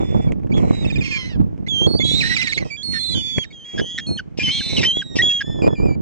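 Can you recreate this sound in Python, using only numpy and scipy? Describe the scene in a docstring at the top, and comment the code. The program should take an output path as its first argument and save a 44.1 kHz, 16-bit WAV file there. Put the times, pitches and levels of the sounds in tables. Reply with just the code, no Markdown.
"""Wind thumps and flutters on the microphone over a faint beach wash, while gulls squabble close by.
Their thin squeals are two whistling membranes that crack between registers, often in overlapping cries.
Harsh rasps are uneven slaps and puffs of air through a throat colour; the wind is lumpy filtered noise.
A few sharp ticks, short decaying noise bursts, fall among the cries."""
import sys
import numpy as np
from scipy import signal
from scipy.fft import rfft, irfft, next_fast_len
from scipy.io import wavfile
from scipy.ndimage import uniform_filter1d

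SR = 44100
rng = np.random.default_rng(int(sys.argv[2]) if len(sys.argv) > 2 else 0)


def store_wav(level_fs):
    """Save 16-bit WAV to argv[1]."""
    pcm = np.round(np.clip(np.atleast_2d(level_fs), -1, 1) * 32767)
    wavfile.write(sys.argv[1], SR, pcm.T.astype(np.int16))


N = 265261
TIME = np.arange(N) / SR  # s

# Levels in the tables are relative: each layer has its own trim. Left-right is positive towards the left.
# colour of the low and the middle part of the wind: (frequency [Hz], level [dB])
RUMBLE_COLOUR = [(8.8, -26), (15, -15), (70, -1.5), (135, -1), (193, -1.5), (300, -8.5), (390, -23),
                 (660, -120)]
FLUTTER_COLOUR = [(100, -48.5), (220, -11), (330, 3.5), (450, -0.5), (700, -8.5), (1000, -16.5),
                  (1600, -32), (3000, -45), (8000, -73)]
# the breeze between gusts: (time [s], level [dB])
BREEZE = [(0, -22), (.9, -24), (1.2, -28), (2.3, -24), (2.75, -42), (3.2, -33), (3.5, -41), (3.7, -50),
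          (3.95, -36), (4.3, -36), (4.7, -30), (5.38, -39), (5.6, -26), (6, -21)]
# separate gusts on the microphone: (time [s], half width [s], rumble level [dB], flutter level [dB])
GUSTS = [(.01, .03, -24, -21), (.165, .04, -15, -21), (.285, .025, -14, -27), (.58, .06, -14, -22),
         (.69, .04, -14, -21), (.85, .025, -16, -26), (.98, .04, -17, -30), (1.41, .035, -12, -30),
         (1.89, .06, -16, -20), (2.01, .05, -20, -27), (2.15, .07, -22, -32), (2.62, .035, -23, -27),
         (2.92, .04, -25, -37), (3.16, .04, -21, -31), (3.375, .012, -21, -36), (3.795, .03, -20, -23),
         (4.11, .035, -21, -30), (4.46, .03, -20, -36), (4.59, .02, -24, -42), (4.79, .06, -19, -24),
         (5.21, .05, -22, -26), (5.51, .04, -23, -31), (5.66, .045, -16, -15), (5.85, .05, -15, -20)]
# pressure thumps of wind: (time [s], peak level [dB], push time [ms], left-right [dB])
BUFFETS = [(.016, -16, .5, -6), (.128, -11, .5, -6), (.168, -15, .5, -6), (.286, -14, 3.5, -6),
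           (.447, -15, .5, -6), (.577, -11, .6, -6), (.607, -13, .7, -6), (.661, -17, .4, -6),
           (.702, -15, .6, -6), (.86, -16, .6, -6), (1.405, -7, 1.6, -6), (1.876, -2, .5, -5),
           (1.998, -9, .5, -6), (3.381, -7, 1.1, 4), (3.818, -14, .5, 4), (4.115, -17, .5, 2),
           (4.389, -8, .5, -6), (4.971, -10, .5, -1), (5.168, -8, .6, -3), (5.644, -8, .45, -2),
           (5.678, -8, .6, 0), (5.842, -11, .5, -3), (5.87, -11, .5, -6)]
# colour of the beach wash: (frequency [Hz], level [dB])
BEACH_COLOUR = [(30, -12.5), (150, 2.5), (400, -0.5), (1000, -13), (2500, -18.5), (4000, -30.5),
                (6500, -31.5), (9000, -42.5), (12000, -64.5), (16000, -73.5)]
# harsh stretches, where the membranes slap shut: (start [s], end [s], slap rate [per s], unevenness [0-1],
# first level [dB], last level [dB], left-right [dB], throat opening [0-1])
RASPS = [(0, .26, 330, .8, -49, -53, -7, .15), (.56, 1.03, 330, .8, -44, -46, -9, .15),
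         (1.03, 1.17, 530, .3, -39, -40, -10, 1), (1.17, 1.33, 515, .12, -44, -53, -10, .9),
         (2.05, 2.21, 300, .7, -42, -39, -12, .6), (2.21, 2.44, 420, .3, -32, -33, -13, 1),
         (2.44, 2.61, 330, .5, -38, -44, -13, 1), (2.645, 2.7, 640, .12, -44, -46, -12, .7),
         (2.92, 2.985, 460, .3, -42, -45, -14, .8), (3.14, 3.44, 330, .5, -51, -49, -14, .3),
         (3.65, 3.76, 340, .2, -53, -49, 0, .2), (3.76, 3.81, 410, .25, -47, -43, 3, .8),
         (4.373, 4.44, 330, .3, -36, -33, 4, 1), (4.44, 4.52, 300, .5, -33, -35, 4, 1),
         (4.52, 4.77, 300, .5, -40, -36, 3, .7), (4.77, 4.865, 330, .45, -30, -26, 4, 1),
         (5.155, 5.188, 378, .15, -28, -24, 2, 1), (5.22, 5.245, 330, .7, -40, -52, 4, .7),
         (5.29, 5.4, 330, .6, -47, -54, 4, .3)]
# throat colour of the rasp at full cry, and half closed: (frequency [Hz], level [dB])
OPEN_THROAT = [(500, -24), (1000, -11), (1450, -30), (2050, -7), (2700, 2.5), (4100, -8.5), (5500, 1),
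               (7000, -19.5), (8000, -14.5), (9500, -47.5), (11800, -54), (16000, -46)]
SOFT_THROAT = [(700, -17.5), (1600, -11), (2200, 6), (3000, -11), (4200, -32.5), (5600, -16.5),
               (7500, -9.5), (10000, -37), (16000, -39.5)]
# placing and timbre by voice name: (left-right [dB], left lead [ms], overtone strength [dB],
# second membrane's pitch [share of the first], second membrane's level [dB]);
# the key "far" stands for a side tone: a thin, mostly high tone sounding along with the cries
VOICES = {"thin": (-6.5, .112, 0, .56, -17), "stammer": (-8, .16, -1, .72, -22),
          "squawk": (-7, .18, 8.5, .5, -4), "lead": (-9, .16, 1, .75, -38),
          "cackle": (-8.5, .18, 4, .56, -20.5), "whistle": (-10.5, .076, 6, .5, -32),
          "answer": (-8, .19, 4, .7, -24), "long": (-2, .023, 4.5, .58, -27),
          "under": (-2, .018, 7.5, .6, -30), "scream": (-.5, .01, -1, .7, -19),
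          "torn": (-5.5, .025, 2.5, .55, -11.5), "wail": (-1.5, .035, -2, .62, -38),
          "steady": (-7.5, -.02, 5, .5, -20), "loud": (-2, .033, 0, .55, -35),
          "trailing": (-1, 0, 3.5, .52, -17), "mew": (-1, 0, 5.5, .76, -26), "far": (-6, .1, 0, .5, -25)}
# held notes of the high register: (voice [name], start [s], end [s], first, middle and last pitch [Hz],
# first level [dB], last level [dB], roughness [0-1], warble [0-1]); "far" is the side tone here too
SQUEALS = [("thin", .003, .279, 3530, 3490, 3460, -45, -47, .02, 0),
           ("stammer", .535, .595, 3280, 3380, 3250, -35, -39, .2, 0),
           ("stammer", .595, .73, 4200, 4050, 3900, -64, -50, .2, 0),
           ("stammer", .73, 1.008, 3900, 3780, 3680, -38, -38, .08, .4),
           ("squawk", 1.02, 1.26, 2150, 2140, 2000, -37, -36, .2, 0),
           ("squawk", 1.26, 1.37, 2100, 1900, 1520, -41, -54, .35, 0),
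           ("lead", 1.683, 1.868, 3540, 3170, 3350, -22, -18, .02, 0),
           ("lead", 1.868, 1.989, 4350, 4400, 4660, -28, -26, .05, 0),
           ("lead", 1.989, 2.16, 3540, 3350, 3720, -22, -19, .05, .3),
           ("cackle", 2.044, 2.574, 3920, 4020, 3960, -24, -27, .24, .7),
           ("lead", 2.16, 2.204, 3810, 3830, 3900, -19, -18, .02, 0),
           ("whistle", 2.769, 2.829, 3380, 3320, 3400, -35, -32, .03, 0),
           ("whistle", 2.829, 2.993, 4335, 4290, 4260, -26, -23, .03, 0),
           ("answer", 2.99, 3.13, 3350, 3600, 3390, -32, -30, .03, 0),
           ("whistle", 2.993, 3.148, 4240, 4100, 4040, -22.5, -25, .03, 1),
           ("far", 3.1, 3.43, 4780, 4830, 4720, -40, -47, .05, 0),
           ("answer", 3.13, 3.438, 3390, 3450, 3240, -26, -25, .03, .15),
           ("whistle", 3.148, 3.215, 3170, 3090, 2930, -23, -32, .03, 0),
           ("far", 3.43, 3.55, 3800, 3760, 3800, -52, -56, .05, .3),
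           ("long", 3.526, 3.645, 3370, 3190, 3110, -43, -42, .04, 0),
           ("long", 3.645, 3.83, 3290, 3300, 3340, -37, -36, .05, 0),
           ("under", 3.81, 3.977, 3000, 3150, 3200, -35, -37, .02, 0),
           ("long", 3.83, 3.98, 3190, 3330, 3330, -36, -32, .04, 0),
           ("long", 3.98, 4.066, 3260, 3255, 3275, -37, -38, .04, 0),
           ("long", 4.066, 4.173, 4335, 4305, 4290, -29, -33, .03, 0),
           ("long", 4.173, 4.19, 3280, 3150, 3100, -33, -25, .03, 0),
           ("scream", 4.433, 4.52, 3170, 3020, 3130, -20, -19, .07, 0),
           ("torn", 4.514, 4.829, 4130, 4060, 3900, -28, -28, .23, .4),
           ("wail", 4.51, 4.767, 3610, 3600, 3700, -32, -33, .14, .2),
           ("scream", 4.52, 4.606, 3170, 3280, 3230, -25, -25, .15, 0),
           ("wail", 4.767, 4.805, 3080, 2830, 2500, -19, -28, .3, 0),
           ("wail", 4.848, 4.92, 3030, 3125, 3110, -16, -17.5, .03, 0),
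           ("steady", 4.86, 5.155, 3940, 3860, 3735, -45, -39, .05, 0),
           ("wail", 4.92, 5.018, 3130, 3350, 3290, -22, -24, .03, 0),
           ("loud", 5.22, 5.31, 3305, 3345, 3325, -15, -16, .02, 0),
           ("far", 5.293, 5.324, 2720, 2680, 2660, -33, -34, .08, 0),
           ("loud", 5.31, 5.406, 3310, 3295, 3300, -17, -25, .06, 0),
           ("trailing", 5.425, 5.618, 3360, 3460, 3350, -38, -43, .04, 0),
           ("trailing", 5.683, 5.754, 3410, 3390, 3360, -46, -45, .02, 0)]
# cracks down into the low register: (voice [name], start [s], end [s], pitch [Hz], glide [octaves],
# level [dB], roughness [0-1])
YELPS = [("thin", .279, .3, 2280, -.05, -50, .2), ("stammer", .518, .535, 2340, .2, -33, .05),
         ("stammer", .848, .868, 2620, .06, -31, .1), ("stammer", .9, .919, 2490, -.04, -28, .12),
         ("stammer", .956, .978, 2440, .03, -28, .12), ("stammer", 1.008, 1.032, 2440, -.05, -28, .08),
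         ("stammer", 1.045, 1.085, 2480, -.28, -31, .35), ("stammer", 1.11, 1.18, 2400, -.12, -26, .17),
         ("lead", 1.665, 1.683, 2100, .25, -37, .25), ("cackle", 2.002, 2.03, 2170, .17, -26, .08),
         ("lead", 2.204, 2.225, 2450, -.35, -20, .2), ("lead", 2.225, 2.285, 1860, .03, -26, .3),
         ("lead", 2.295, 2.35, 1950, .03, -25, .3), ("cackle", 2.362, 2.38, 2350, -.15, -21, .3),
         ("lead", 2.38, 2.44, 2060, .03, -26, .2), ("cackle", 2.414, 2.436, 2550, -.35, -21, .4),
         ("lead", 2.44, 2.515, 1880, -.15, -33, .2), ("cackle", 2.47, 2.487, 2230, -.06, -21, .25),
         ("cackle", 2.522, 2.539, 2190, .03, -21, .25), ("cackle", 2.574, 2.592, 2170, .08, -21, .22),
         ("cackle", 2.595, 2.64, 2090, -.24, -39, .3), ("whistle", 2.703, 2.769, 2340, .05, -32, .04),
         ("answer", 2.935, 2.99, 1820, -.05, -31, .2), ("answer", 3.438, 3.456, 2000, -.55, -39, .4),
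         ("long", 3.505, 3.526, 2230, .04, -48, .2), ("under", 3.778, 3.81, 1655, .03, -31, .4),
         ("under", 3.977, 4.005, 1820, -.14, -33, .45), ("long", 4.19, 4.206, 1530, -.16, -30, .2),
         ("scream", 4.395, 4.433, 2440, .08, -25, .25), ("torn", 4.47, 4.514, 2220, .24, -31, .3),
         ("scream", 4.606, 4.621, 1630, -.22, -36, .2), ("torn", 4.829, 4.855, 1910, .05, -25, .35),
         ("wail", 4.829, 4.848, 2350, .2, -23, .3), ("wail", 5.018, 5.03, 1630, -.22, -31, .25),
         ("loud", 5.188, 5.22, 1915, .13, -15.5, .04), ("loud", 5.406, 5.424, 1660, -.07, -24, .35),
         ("mew", 5.619, 5.683, 2430, .03, -35, .18), ("mew", 5.754, 5.85, 2400, .04, -43, .04),
         ("mew", 5.85, 5.955, 2370, -.09, -44, .08)]
# the throat favours the octave of low notes: (pitch [Hz], octave overtone level [dB])
OCTAVE = [(1600, -12.5), (2300, -14), (3200, -20.5), (4200, -22)]
# what the open bill lets out of a squeal: (frequency [Hz], level [dB])
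BILL = [(600, -35), (1050, -11), (1500, 3), (7500, -1.5), (9000, -3.5), (11500, -21.5), (16000, -28.5)]
# small sharp ticks: (time [s], level [dB])
TICKS = [(.144, -28), (.321, -14), (.334, -35), (.397, -38), (.434, -35), (.471, -29), (.502, -33),
         (1.578, -33), (3.383, -5), (4.97, -20)]
# colour of the ticks: (frequency [Hz], level [dB])
TICK_COLOUR = [(300, 16), (1200, -8.5), (2300, 0), (4000, -21.5), (7000, -21), (11000, -39), (16000, -57)]

BREEZE_FLUTTER_DB = -13  # against the breeze's rumble
RASP_ATTACK_S, RASP_RELEASE_S = .002, .012
YELP_RASP_DB, YELP_SLAPS_HZ, YELP_UNEVEN = -3, 400, .2  # the rattle that comes with a rough yelp
DROOP, ROUGH_DROOP, DROOP_S = .04, .55, .008  # share by which pitch sags before a crack, more when rough
SCOOP, SCOOP_S = .06, .003  # a yelp lands from above by this share of its pitch
YELP_DIP = .025  # bend of a yelp's pitch towards its middle, as a share
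SQUEAL_SWELL_DB, YELP_SWELL_DB, YELP_FADE_DB = 1.5, 3, -3
WARBLE_HZ, WARBLE_DEPTH = 21, .024  # depth as a share of pitch
EDGE_HZ = 15800  # upper band limit


def amp(db):
    """Turns decibels into gain."""
    return 10 ** (np.asarray(db) / 20)


def unit(x):
    """Scales a signal to rms 1."""
    return x / np.sqrt(np.mean(x ** 2) + 1e-20)


def follow(rows, t=TIME):
    """Reads a two-column curve at the points t."""
    x, y = np.transpose(rows)
    return np.interp(t, x, y)


def colour(x, points):
    """Filters by a level curve drawn over log frequency."""
    hz, db = np.transpose(points)
    size = next_fast_len(x.shape[-1])
    f = np.fft.rfftfreq(size, 1 / SR)
    gain = amp(np.interp(np.log(f + 1), np.log(hz + 1), db))
    return irfft(rfft(x, size) * gain, size)[..., :x.shape[-1]]


def wander(count, hz):
    """Smooth random motion of rms 1: noise low-passed at hz."""
    sos = signal.butter(2, min(hz, SR / 3), fs=SR, output="sos")
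    return unit(signal.sosfilt(sos, rng.standard_normal(count + 4096))[-count:])


def sides(db):
    """Left and right gains of mean power 1."""
    g = amp(np.array([db, -db]).reshape(2, -1) / 2)
    return g / np.sqrt((g ** 2).mean(0))


def add(mix, s, sound):
    """Lays a sound into the mix from s seconds, cut at the end."""
    part = mix[..., max(round(s * SR), 0):][..., :sound.shape[-1]]
    part += sound[..., :part.shape[-1]]


def eddies(spectrum, lumps_db):
    """Lumpy turbulence that pushes the two channels mostly in opposite directions."""
    push, common = colour(rng.standard_normal((2, N)) * amp(lumps_db), spectrum)
    pair = np.array([.2 * common + push, .2 * common - .75 * push])
    # even out the slow level so that the gusts set it
    return pair / np.sqrt(uniform_filter1d((pair ** 2).mean(0), size=3500) + 1e-12)


def wind(rumble_db=.7, flutter_db=.7, buffet_db=1, side_db=-5.5):
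    """Gusts ride on the breeze; rumble and flutter share the same lumps, with single pressure thumps on top."""
    low_power = amp(follow(BREEZE)) ** 2
    high_power = low_power * amp(BREEZE_FLUTTER_DB) ** 2
    for s, width, low_db, high_db in GUSTS:
        swell = np.exp(-((TIME - s) / width) ** 2)
        low_power = low_power + swell * amp(low_db) ** 2
        high_power = high_power + swell * amp(high_db) ** 2
    lumps = np.minimum(wander(N, 55), 1.6)
    rumble = eddies(RUMBLE_COLOUR, 5 * lumps) * np.sqrt(low_power) * amp(rumble_db)
    flutter = eddies(FLUTTER_COLOUR, 7 * lumps) * np.sqrt(high_power) * amp(flutter_db)
    out = (rumble + flutter) * sides(side_db)
    for s, db, push_ms, place_db in BUFFETS:
        u = np.arange(-1500, 1500) / SR * 1000 / push_ms  # time in pushes
        push = u * np.exp((1 - u ** 2) / 2)  # a swing one way, then the other
        grit = 0.1 * wander(len(u), 530) * np.exp(-abs(u) / 9)
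        opposed = np.array([[1], [-.8]])
        add(out, s - 1500 / SR, amp(db + buffet_db) * (push + grit) * opposed * sides(place_db))
    return out


def beach(level_db=-53.5):
    """A smooth far wash of surf and breeze, made of steady coloured noise."""
    return amp(level_db) * unit(colour(rng.standard_normal((2, N)), BEACH_COLOUR))


def rasp(start, end, slap_hz, uneven, first_db, last_db, side_db, opening,
         lead_ms=0.069, puff_db=0, flutter_db=2.5):
    """The membranes slap shut in an uneven rattle; each slap and its puff of air ring the throat."""
    t = np.arange(0, end - start + RASP_RELEASE_S, 1 / SR)
    count = len(t)
    db = np.interp(t, [0, end - start], [first_db, last_db]) + flutter_db * uneven * wander(count, 70)
    turns = np.cumsum(slap_hz * (1 + .16 * uneven * wander(count, 90))) / SR
    # one click for each whole turn, of uneven strength
    slaps = np.diff(np.floor(turns), prepend=-1) * np.exp(.4 * uneven * wander(count, 200))
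    puffs = (.25 + np.exp(-(turns % 1) / .25)) * rng.standard_normal(count)
    drive = unit(slaps) + amp(puff_db) * np.sqrt(uneven) * unit(puffs)
    fade = np.clip(np.minimum(t / RASP_ATTACK_S, (t[-1] - t) / RASP_RELEASE_S), 0, 1)
    wide = opening * unit(colour(drive, OPEN_THROAT))
    narrow = (1 - opening) * unit(colour(drive, SOFT_THROAT))
    voice = (wide + narrow) * fade * amp(db)
    late = np.interp(t - lead_ms / 1000, t, voice)  # the right side trails
    return start, np.array([voice, late]) * sides(side_db)


def rasps():
    """The harsh stretches, and a short rattle on each yelp in step with its roughness."""
    out = np.zeros((2, N))
    for row in RASPS:
        add(out, *rasp(*row))
    for name, start, end, _, _, db, rough in YELPS:
        side_db = VOICES[name][0]
        s, rattle = rasp(start, end, YELP_SLAPS_HZ, YELP_UNEVEN, db, db + YELP_FADE_DB, side_db, 1)
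        add(out, s, amp(YELP_RASP_DB) * rough * rattle)
    return out


def gesture(name):
    """Times, pitch, strength and roughness of one voice: squeals bend in one arc, sag, and give way to yelps."""
    squeals, yelps = ([row[1:] for row in table if row[0] == name] for table in (SQUEALS, YELPS))
    begin = min(row[0] for row in squeals + yelps) - .003
    finish = max(row[1] for row in squeals + yelps) + .003
    t = np.arange(begin, finish, 1 / SR)
    hz, gain, rough = np.zeros((3, len(t)))
    for start, end, first, middle, last, first_db, last_db, roughness, warble in squeals:
        on = (t >= start) & (t < end)
        u = (t[on] - start) / (end - start)
        arch = 4 * u * (1 - u)
        hz[on] = first + (last - first) * u + (middle - (first + last) / 2) * arch
        hz[on] *= 1 - WARBLE_DEPTH * warble * np.sin(2 * np.pi * WARBLE_HZ * (t[on] - start))
        gain[on] = amp(first_db + (last_db - first_db) * u + SQUEAL_SWELL_DB * (arch - .5))
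        rough[on] = roughness
    for start, *_ in yelps:
        sag = (DROOP + ROUGH_DROOP * rough) * np.exp(-abs(start - t) / DROOP_S)
        hz *= 1 - sag * (t < start)
    for start, end, pitch, glide, db, roughness in yelps:
        on = (t >= start) & (t < end)
        u = (t[on] - start) / (end - start)
        hump = np.sin(np.pi * u) - .5
        scoop = 1 + SCOOP * np.exp((start - t[on]) / SCOOP_S)
        hz[on] = pitch * (1 - YELP_DIP * hump) * 2 ** (glide * (u - .5)) * scoop
        gain[on] = amp(db + YELP_FADE_DB * (u - .5) + YELP_SWELL_DB * hump)
        rough[on] = roughness
    hz = np.interp(t, t[hz > 0], hz[hz > 0])  # bridge the silent gaps
    return t, *uniform_filter1d(np.array([hz, gain, rough]), size=130, axis=1)


def cry(name, side_db, lead_ms, bright_db, second, second_db, jitter=0.054, tremor=.003, shimmer=1.0,
        rattle_hz=190, rattle=0.62, rough_db=2.5, third_db=-7, fourth_db=-16, mix_db=-2, harsh_db=6,
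        waver_db=.8):
    """Two whistling membranes share one air stream; when rough, they rattle and their pitch shakes."""
    t, hz, gain, rough = gesture(name)
    count = len(t)
    # the tone drops out as the register cracks
    crack_speed = np.gradient(np.log(hz)) * SR / 60
    holding = uniform_filter1d(1 / (1 + crack_speed ** 2), size=100)
    octave = amp(follow(OCTAVE, hz) + bright_db + harsh_db * rough)
    beat = np.cos(2 * np.pi * np.cumsum(rattle_hz * (1 + 0.22 * wander(count, 73.7))) / SR)
    hz = hz * (1 + tremor * wander(count, 70) + jitter * rough * (wander(count, 370) + beat))
    shake = unit(np.exp(rough * (shimmer * wander(count, 370) + rattle * beat)))
    level = gain * amp(rough_db * rough + waver_db * wander(count, 30)) * holding * shake
    lag = np.array([[0], [1]]) * hz * lead_ms / 1000  # cycles by which the right side trails
    phase = 2 * np.pi * (np.cumsum(hz) / SR - lag)
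    overtones = np.sin(2 * phase)
    for k, k_db in ((3, third_db), (4, fourth_db)):
        treble_loss = (1 + (k * hz / 8500) ** 8) ** .5
        overtones += amp(k_db) / treble_loss * np.sin(k * phase)
    # the weaker membrane adds its own tone and sum and difference tones
    low = second * phase
    pair = np.sin(low) + amp(mix_db - 0.5) * np.sin(2 * phase - low)
    pair = pair + amp(mix_db - 2.5) * np.sin(phase + low) + 0.81 * octave * np.sin(2 * phase + low)
    pair_gain = amp(second_db + 5 * np.clip(wander(count, 14), -2, 1))
    voice = np.sin(phase) + octave * overtones + pair_gain * pair
    return t[0], np.sqrt(2) * level * voice * sides(side_db)


def cries(level_db=-1):
    """All the squeals, yelps and side tones, each voice from its own place, coloured by the open bill."""
    out = np.zeros((2, N))
    for name, voice in VOICES.items():
        add(out, *cry(name, *voice))
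    return amp(level_db) * colour(out, BILL)


def open_air(x, wet_db=-31):
    """Faint, short scatter from the sand: a decaying noise tail."""
    t = np.arange(SR // 2) / SR
    # falls 60 dB in 0.3 s, after a 4 ms gap
    tail = rng.standard_normal((2, len(t))) * amp(-60 * t / .3) * (t > .004)
    return amp(wet_db) * signal.fftconvolve(x, tail / np.linalg.norm(tail[0]), axes=1)[:, :N]


def ticks(decay_s=0.0024):
    """Short dry cracks without a ring: noise that dies away at once."""
    out, t = np.zeros(N), np.arange(1000) / SR
    for s, db in TICKS:
        add(out, s, amp(db) * rng.standard_normal(len(t)) * np.exp(-t / decay_s))
    return colour(out, TICK_COLOUR) * sides(-9)


def scene():
    """Wind on the microphone, the far wash, gulls in the open air and ticks."""
    gulls = rasps() + cries()
    return wind() + beach() + gulls + open_air(gulls) + ticks()


def record(dry):
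    """Full-scale limit, then the band limit."""
    edge = signal.firwin(511, EDGE_HZ, window=("kaiser", 9), fs=SR)
    return signal.oaconvolve(np.clip(dry, -1, 1), edge[None], "same", axes=1)


dry = scene()
out = record(dry)
store_wav(out)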